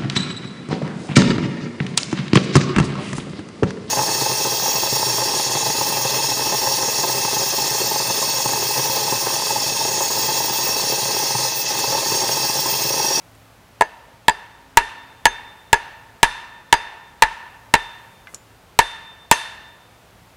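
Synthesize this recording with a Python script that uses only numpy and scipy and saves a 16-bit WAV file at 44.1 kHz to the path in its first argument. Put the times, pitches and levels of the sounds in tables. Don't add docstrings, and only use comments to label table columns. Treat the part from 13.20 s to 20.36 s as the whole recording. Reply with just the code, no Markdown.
import sys
import numpy as np
from scipy import signal
from scipy.fft import rfft, irfft
from scipy.io import wavfile
from scipy.ndimage import map_coordinates

SR = 44100
rng = np.random.default_rng(int(sys.argv[2]) if len(sys.argv) > 2 else 0)


def inscribe(sig):
    pcm = np.round(np.clip(np.atleast_2d(sig).T, -1, 1) * 32767)
    wavfile.write(sys.argv[1], SR, pcm.astype(np.int16))


def volts_from_decibels(level):
    exponent = np.asarray(level, float) / 20
    return 10 ** exponent


N = 315756
T = np.arange(SR) / SR

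# start_s, force_db, crack_db, soil_push_db, bark_wash_db
BLOWS = [(0.61, -2.5, -14, -9, -13), (1.0827, 3.5, -9.5, -5, -9), (1.572, 4.5, -0.5, 0, -2),
         (2.0551, 1, -1.5, 4.5, -6), (2.5301, 2.5, -5, -3.5, -5.5), (3.0307, 3.5, 0.5, 3, 0),
         (3.5271, 3, -3.5, -2.5, -3.5), (4.0228, 6, -7.5, 1.5, -3), (4.5394, 0.5, -4, 5, -4),
         (5.5900, 1.5, -1.5, 3.5, -1), (6.1134, 3.5, -2, -11, 3)]
# off_centre_db, hardness_db, loose_grip_db, forest_ring_db
LANDING = [(10, -5.5, -1.7, 1), (-0.5, -4.5, 0.1, 1), (-2, 1, 3.2, 0.5), (1.5, 0.7, 3.5, 4),
           (2.5, -0.5, 5.5, 3), (-16.5, -1, 1, 4), (0.5, -.4, 0, 4), (-9, -0.75, -2, 1.5),
           (5, 3, -1.5, 0.8), (5, 2.5, -1, -2), (-5, -17, 1.5, 2)]
# rebound_start_s, chirp_peak_db, rebound_db, wash_tilt_db_per_octave
REBOUND = [(0.619, -5.5, -5, -1.5), (1.095, -0.5, -14, -1), (1.5849, -23.5, -25.5, -0.5),
           (2.0658, -25, -17, -1.3), (2.541, -25, -18, -1.5), (3.042, -26.5, -25.5, -.3),
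           (3.5388, -12, -16, -1.7), (4.034, -20, -16.5, -2.1), (4.5513, -26, -15.5, -1),
           (5.6022, -18.5, -20, 0.3), (6.124, -21, -22, 2.1)]
# struck_spot_0_to_1, ring_db, sing_db, sing_t60_s, first_null_s
HEAD = [(.79, -6.5, -59, 0.54, .26), (.87, 2.5, -45, 0.9, 0.19), (.33, -10, -40, 1.26, .17),
        (.47, 8.5, -34.5, 1.03, 0.175), (.25, -1, -45.5, .9, 0.18), (.61, 3, -35, 1.03, 0.24),
        (.08, 6, -37, 1.04, 0.24), (.39, -1, -47.5, 1, 0.19), (.86, -6, -35.5, 1.04, 0.32),
        (.36, 3, -31.5, 1.37, 0.218), (.49, 11, -32, 1.13, 0.268)]

STAKE_HZ = [427, 650, 878, 945, 1210, 1420, 1690, 1787, 1975, 2200, 2450, 2690, 4000, 4480]
# level_db, t60_s, off_centre_db_per_db, hardness_db_per_db, loose_grip_db_per_db
STAKE_MODES = [(-19.5, 0.05, 0.88, 0.82, 0.5), (-11, 0.021, 0.58, -0.53, -0.23),
               (-2, 0.035, 0.22, 0.3, 0.38), (-0.5, 0.045, 0.1, -0.04, 0.07),
               (-26.5, 0.0044, 0.55, 5.3, -0.2), (-13.5, 0.026, 0.68, 1.12, -0.15),
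               (-11, 0.076, -0.01, 0.3, 0.79), (-3, 0.022, 0.28, 0.67, 0.02),
               (-8.5, 0.025, 0.04, 0.9, -0.06), (-11, 0.031, 0.63, 1.26, 0.14),
               (-16, 0.02, -0.74, 2.3, -0.9), (-4.5, 0.012, 0.22, 1.77, 0.33),
               (-22.5, 0.026, -0.7, 4.8, -0.9), (-40, 0.029, -0.1, 5.3, 3.5)]
# freq_hz, level_db
CRACK_SPECTRUM = [(150, -4), (400, 0), (1000, -2.5), (2700, 1), (3600, -8), (5000, -13), (8000, -10),
                  (16000, -30)]
# freq_hz, level_db
SNAP_SPECTRUM = [(1500, -28.5), (3500, 6), (5500, -10), (7600, 2), (9000, -3.5), (11500, -9), (16000, -21)]

# freq_hz, level_db
WASH_SPECTRUM = [(200, -24), (600, -7), (1500, 4.5), (2500, -1.5), (4000, -3), (6500, -12.5), (10000, -9),
                 (16000, -41)]
# pitch_hz, width_hz, level_over_wash_db
LENGTHWISE = [(922, 58, 11.5), (1787, 51, 13.5), (2690, 170, 4.5), (4430, 38, -0.5), (5200, 44, 1),
              (6090, 450, 0.5), (7020, 92, -6), (9900, 50, -5)]
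# freq_hz, t60_s
TRUNKS_DECAY = [(200, 1.2), (900, 1.234), (1800, 0.99), (3500, 0.91), (6000, 0.66), (10000, 0.49),
                (15000, 0.47)]
# freq_hz, t60_s
NEAR_DECAY = [(300, 0.2), (1000, 0.11), (4000, 0.079), (12000, 0.05)]

STEEL_HZ = [4806, 6350, 9112, 9911]
STEEL_HALF_WAVES = [1, 4, 3, 5]
# level_db, t60_s
STEEL_MODES = [(-30.5, 0.16), (-30.5, 0.15), (-40.5, .1), (-34.5, 0.11)]

# start_s, mode_db, pitch_hz, t60_s, click_db
TICKS = [
    (.151, -64, 8500, .01, -44),
    (5.071, -33, 1500, .02, -29),
    (5.078, -39, 2060, 0.08, -46),
    (5.1388, -28, 1200, 0.011, -44),
    (5.1445, -26, 7000, 0.028, -32),
    (5.1442, -48, 11350, 0.042, -43),
    (5.1460, -52, 7100, 0.3, -16),
    (5.1462, -60, 5500, .02, -34),
    (5.1388, -34, 540, .016, -48),
    (5.1462, -44, 2900, .012, -44),
]
# centre_s, level_db, spread_s
SLEEVE = [
    (4.85, -68, .11),
    (5.13, -59, .05),
]
# freq_hz, density_db_per_hz
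HUSH_SPECTRUM = [(15, -51.5), (25, -15.5), (53, 0), (137, -5), (270, -10.5), (775, -8), (3160, -19),
                 (16000, -36)]
ENGINE_HZ = [110, 173, 223, 268]
ENGINE_DB = [-58.5, -66, -73, -67.5]
# time_s, level_db
ENGINE_FADE = [(0, 0.5), (1.499, -2), (4.3, -2), (5.4, -1.5), (7.16, -1.5)]

LEAD_S, CONTACT_S = 0.001027, 0.0035
SNAP_DB_PER_HARDNESS_DB = -0.35
THUD_DB_PER_OFF_CENTRE_DB = -0.26
SING_HZ, SING_SWELL_S = 3589, 0.033
SOIL_MIRROR = 0.52
NODE_LEAK = 0.03
CLICK_OCTAVES, CLICK_NARROWING = 0.99, 0.53


def unit(x):
    return x / np.sqrt(np.mean(x ** 2) + 1e-20)


def along(points, hz):
    f, v = np.transpose(points)
    return np.interp(np.log(hz + 1), np.log(f + 1), v)


def curve(knots_per_s):
    knots = rng.standard_normal(24)
    return map_coordinates(knots, [np.arange(N) * knots_per_s / SR])


def noise(spectrum, size):
    gain = volts_from_decibels(along(spectrum, np.fft.rfftfreq(size, 1 / SR)))
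    return unit(irfft(rfft(rng.standard_normal(size)) * gain, size))


def mode(pitch_hz, level_db, t60_s, swell_s):
    decay = volts_from_decibels(level_db - 60 * T / t60_s)
    return decay * np.sin(2 * np.pi * pitch_hz * T) * (1 - np.exp(-T / swell_s))


def tail(decays, rise_s, spectrum=((20, 0), (20000, 0))):
    hz, t, z = signal.stft(noise(spectrum, size=SR), SR, nperseg=256)
    fade = volts_from_decibels(-60 * t / along(decays, hz)[:, None])
    h = signal.istft(z * fade, SR, nperseg=256)[1][:SR]
    h = h * (1 - np.exp(-T / rise_s))
    return h / np.linalg.norm(h)


def add(track, start_s, sound):
    track[round(start_s * SR):][:SR] += sound[:SR]


def stake_wood(off_db, hard_db, grip_db):
    wood = np.zeros(SR)
    for k, (hz, (db, t60_s, bends, brightens, frees)) in enumerate(zip(STAKE_HZ, STAKE_MODES)):
        detune, luck_db = rng.normal(0, 1, 2) * [0.002, 1]
        level_db = db + bends * off_db + brightens * hard_db + frees * grip_db + luck_db
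        wood += (-1) ** k * mode(hz * (1 + detune), level_db, t60_s, 0.0003)
    released_s = np.maximum(T - LEAD_S - CONTACT_S, 0)
    return wood * (1 + 0.57 * volts_from_decibels(-60 * released_s / 0.0043))


def fibre_crack(crack_db, hard_db):
    released_s = np.maximum(T - LEAD_S - CONTACT_S, 0)
    crush_env = volts_from_decibels(-60 * released_s / 0.0087) + volts_from_decibels(-18.5 - 60 * T / 0.04)
    crush = volts_from_decibels(crack_db - 6) * noise(CRACK_SPECTRUM, size=SR) * crush_env
    snap_db = crack_db + SNAP_DB_PER_HARDNESS_DB * hard_db + 2
    snap_env = volts_from_decibels(-60 * np.abs(T - LEAD_S) / 0.004) + volts_from_decibels(-24 - 60 * T / 0.056)
    return crush + volts_from_decibels(snap_db) * noise(SNAP_SPECTRUM, size=SR) * snap_env


def soil_push(push_db, off_db):
    thud = mode(246, push_db - 19 + THUD_DB_PER_OFF_CENTRE_DB * off_db, 0.024, 0.00033)
    return thud - mode(110, push_db - 4, 0.013, 0.0013) - mode(36, push_db - 32.5, 0.29, 0.0052)


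def knock(landing, crack_db, push_db):
    off_db, hard_db, grip_db = landing
    closing = np.minimum(T / LEAD_S, 1) ** 3
    wood = closing * stake_wood(off_db, hard_db, grip_db)
    crack = closing * fibre_crack(crack_db, hard_db)
    return wood, crack + soil_push(push_db, off_db)


def bark_wash(tilt_db):
    near = volts_from_decibels(8.5) * tail(NEAR_DECAY, 0.0061, WASH_SPECTRUM)
    far = volts_from_decibels(2.5) * tail(TRUNKS_DECAY, 0.007, WASH_SPECTRUM)
    f = np.fft.rfftfreq(2 * SR, 1 / SR)
    series = sum(volts_from_decibels(db) * 1j * f * width_hz / (hz * hz - f * f + 1j * f * width_hz)
                 for hz, width_hz, db in LENGTHWISE)
    tilt = volts_from_decibels(tilt_db * np.log2(np.maximum(f, 1500) / 3000))
    return irfft(rfft(near + far, 2 * SR) * (1 + series) * tilt)


def blows():
    track = np.zeros(N + SR)
    dull_filter = signal.butter(2, 8000, fs=SR, output="sos")
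    for blow, (*landing, ring_db), rebound in zip(BLOWS, LANDING, REBOUND):
        start_s, force_db, crack_db, push_db, wash_db = blow
        rebound_s, chirp_db, rebound_db, tilt_db = rebound
        wood, crack = volts_from_decibels(force_db) * np.array(knock(landing, crack_db, push_db))
        add(track, start_s - LEAD_S, wood + crack)
        second_contact = volts_from_decibels(rebound_db) * signal.sosfilt(dull_filter, wood + volts_from_decibels(3.5) * crack)
        add(track, rebound_s, second_contact + mode(7500, chirp_db - 2.5, 0.006, 0.0006))
        trunks = volts_from_decibels(-18) * tail(NEAR_DECAY, 0.0029) + volts_from_decibels(ring_db - 31.5) * tail(TRUNKS_DECAY, 0.022)
        add(track, start_s, signal.fftconvolve(wood, trunks))
        add(track, start_s, volts_from_decibels(wash_db) * bark_wash(tilt_db))
    return track[:N]


def steel_head():
    track = np.zeros(N + SR)
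    starts_s = [row[0] for row in BLOWS]
    stops_s = starts_s[1:] + [N / SR]
    for start_s, stop_s, (spot, ring_db, sing_db, sing_t60_s, null_s) in zip(starts_s, stops_s, HEAD):
        ring = np.zeros(SR)
        for hz, half_waves, (db, t60_s) in zip(STEEL_HZ, STEEL_HALF_WAVES, STEEL_MODES):
            reach = abs(np.cos(np.pi * half_waves * spot)) + NODE_LEAK
            ring += reach * mode(hz, db + ring_db, t60_s, 0.003)
        path_rad = np.pi * (T / null_s) ** 2
        beat = np.abs(1 + SOIL_MIRROR * np.exp(1j * path_rad)) / (1 + SOIL_MIRROR)
        sing = np.sqrt(2) * beat * mode(SING_HZ, sing_db, sing_t60_s, SING_SWELL_S)
        add(track, start_s, (ring + sing) * (T < stop_s - start_s))
    return track[:N]


def light_contacts():
    track = np.zeros(N + SR)
    for start_s, db, hz, t60_s, click_db in TICKS:
        width = CLICK_OCTAVES * (1000 / hz) ** CLICK_NARROWING
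        colour = [(hz / 8 ** width, -40), (hz / 2 ** width, -6), (hz, 0),
                  (hz * 2 ** width, -6), (hz * 8 ** width, -40)]
        click_env = np.minimum(T / 0.00012, 1) * volts_from_decibels(click_db - 60 * T * hz / 30)
        tick = mode(hz, db, t60_s, 0.00027) + click_env * noise(colour, size=SR)
        add(track, start_s, tick + volts_from_decibels(-10) * signal.fftconvolve(tick, tail(NEAR_DECAY, 0.004))[:SR])
    return track[:N]


def sleeve():
    t = np.arange(N) / SR
    cloth = noise([(2000, -33), (6000, -4), (10000, -1.5), (14000, -14)], size=N)
    return cloth * sum(volts_from_decibels(db) * np.exp(-((t - s) / spread_s) ** 2) for s, db, spread_s in SLEEVE)


def far_engine():
    fade_db = np.interp(np.arange(N) / SR, *np.transpose(ENGINE_FADE))
    drone = np.zeros(N)
    for hz, db in zip(ENGINE_HZ, ENGINE_DB):
        sway_db = 2 * curve(knots_per_s=1.1)
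        partial = noise([(hz - 8, -40), (hz - 2, 0), (hz + 2, 0), (hz + 8, -40)], size=N)
        drone += volts_from_decibels(db + fade_db + sway_db) * partial
    return drone


def forest_air():
    return volts_from_decibels(-51) * noise(HUSH_SPECTRUM, size=N)


def scene():
    return (blows() + steel_head() + light_contacts() + sleeve() + far_engine() + forest_air())[None]


def low_pass(x):
    return signal.sosfilt(signal.butter(12, 16450, fs=SR, output="sos"), x)


def record(dry):
    coupled = signal.sosfilt(signal.butter(1, 15, "high", fs=SR, output="sos"), dry)
    clipped = np.clip(coupled, -1, 1)
    limited = signal.sosfiltfilt(signal.butter(8, 15900, fs=SR, output="sos"), clipped)
    return low_pass(limited)


dry = scene()
out = record(dry)
inscribe(out)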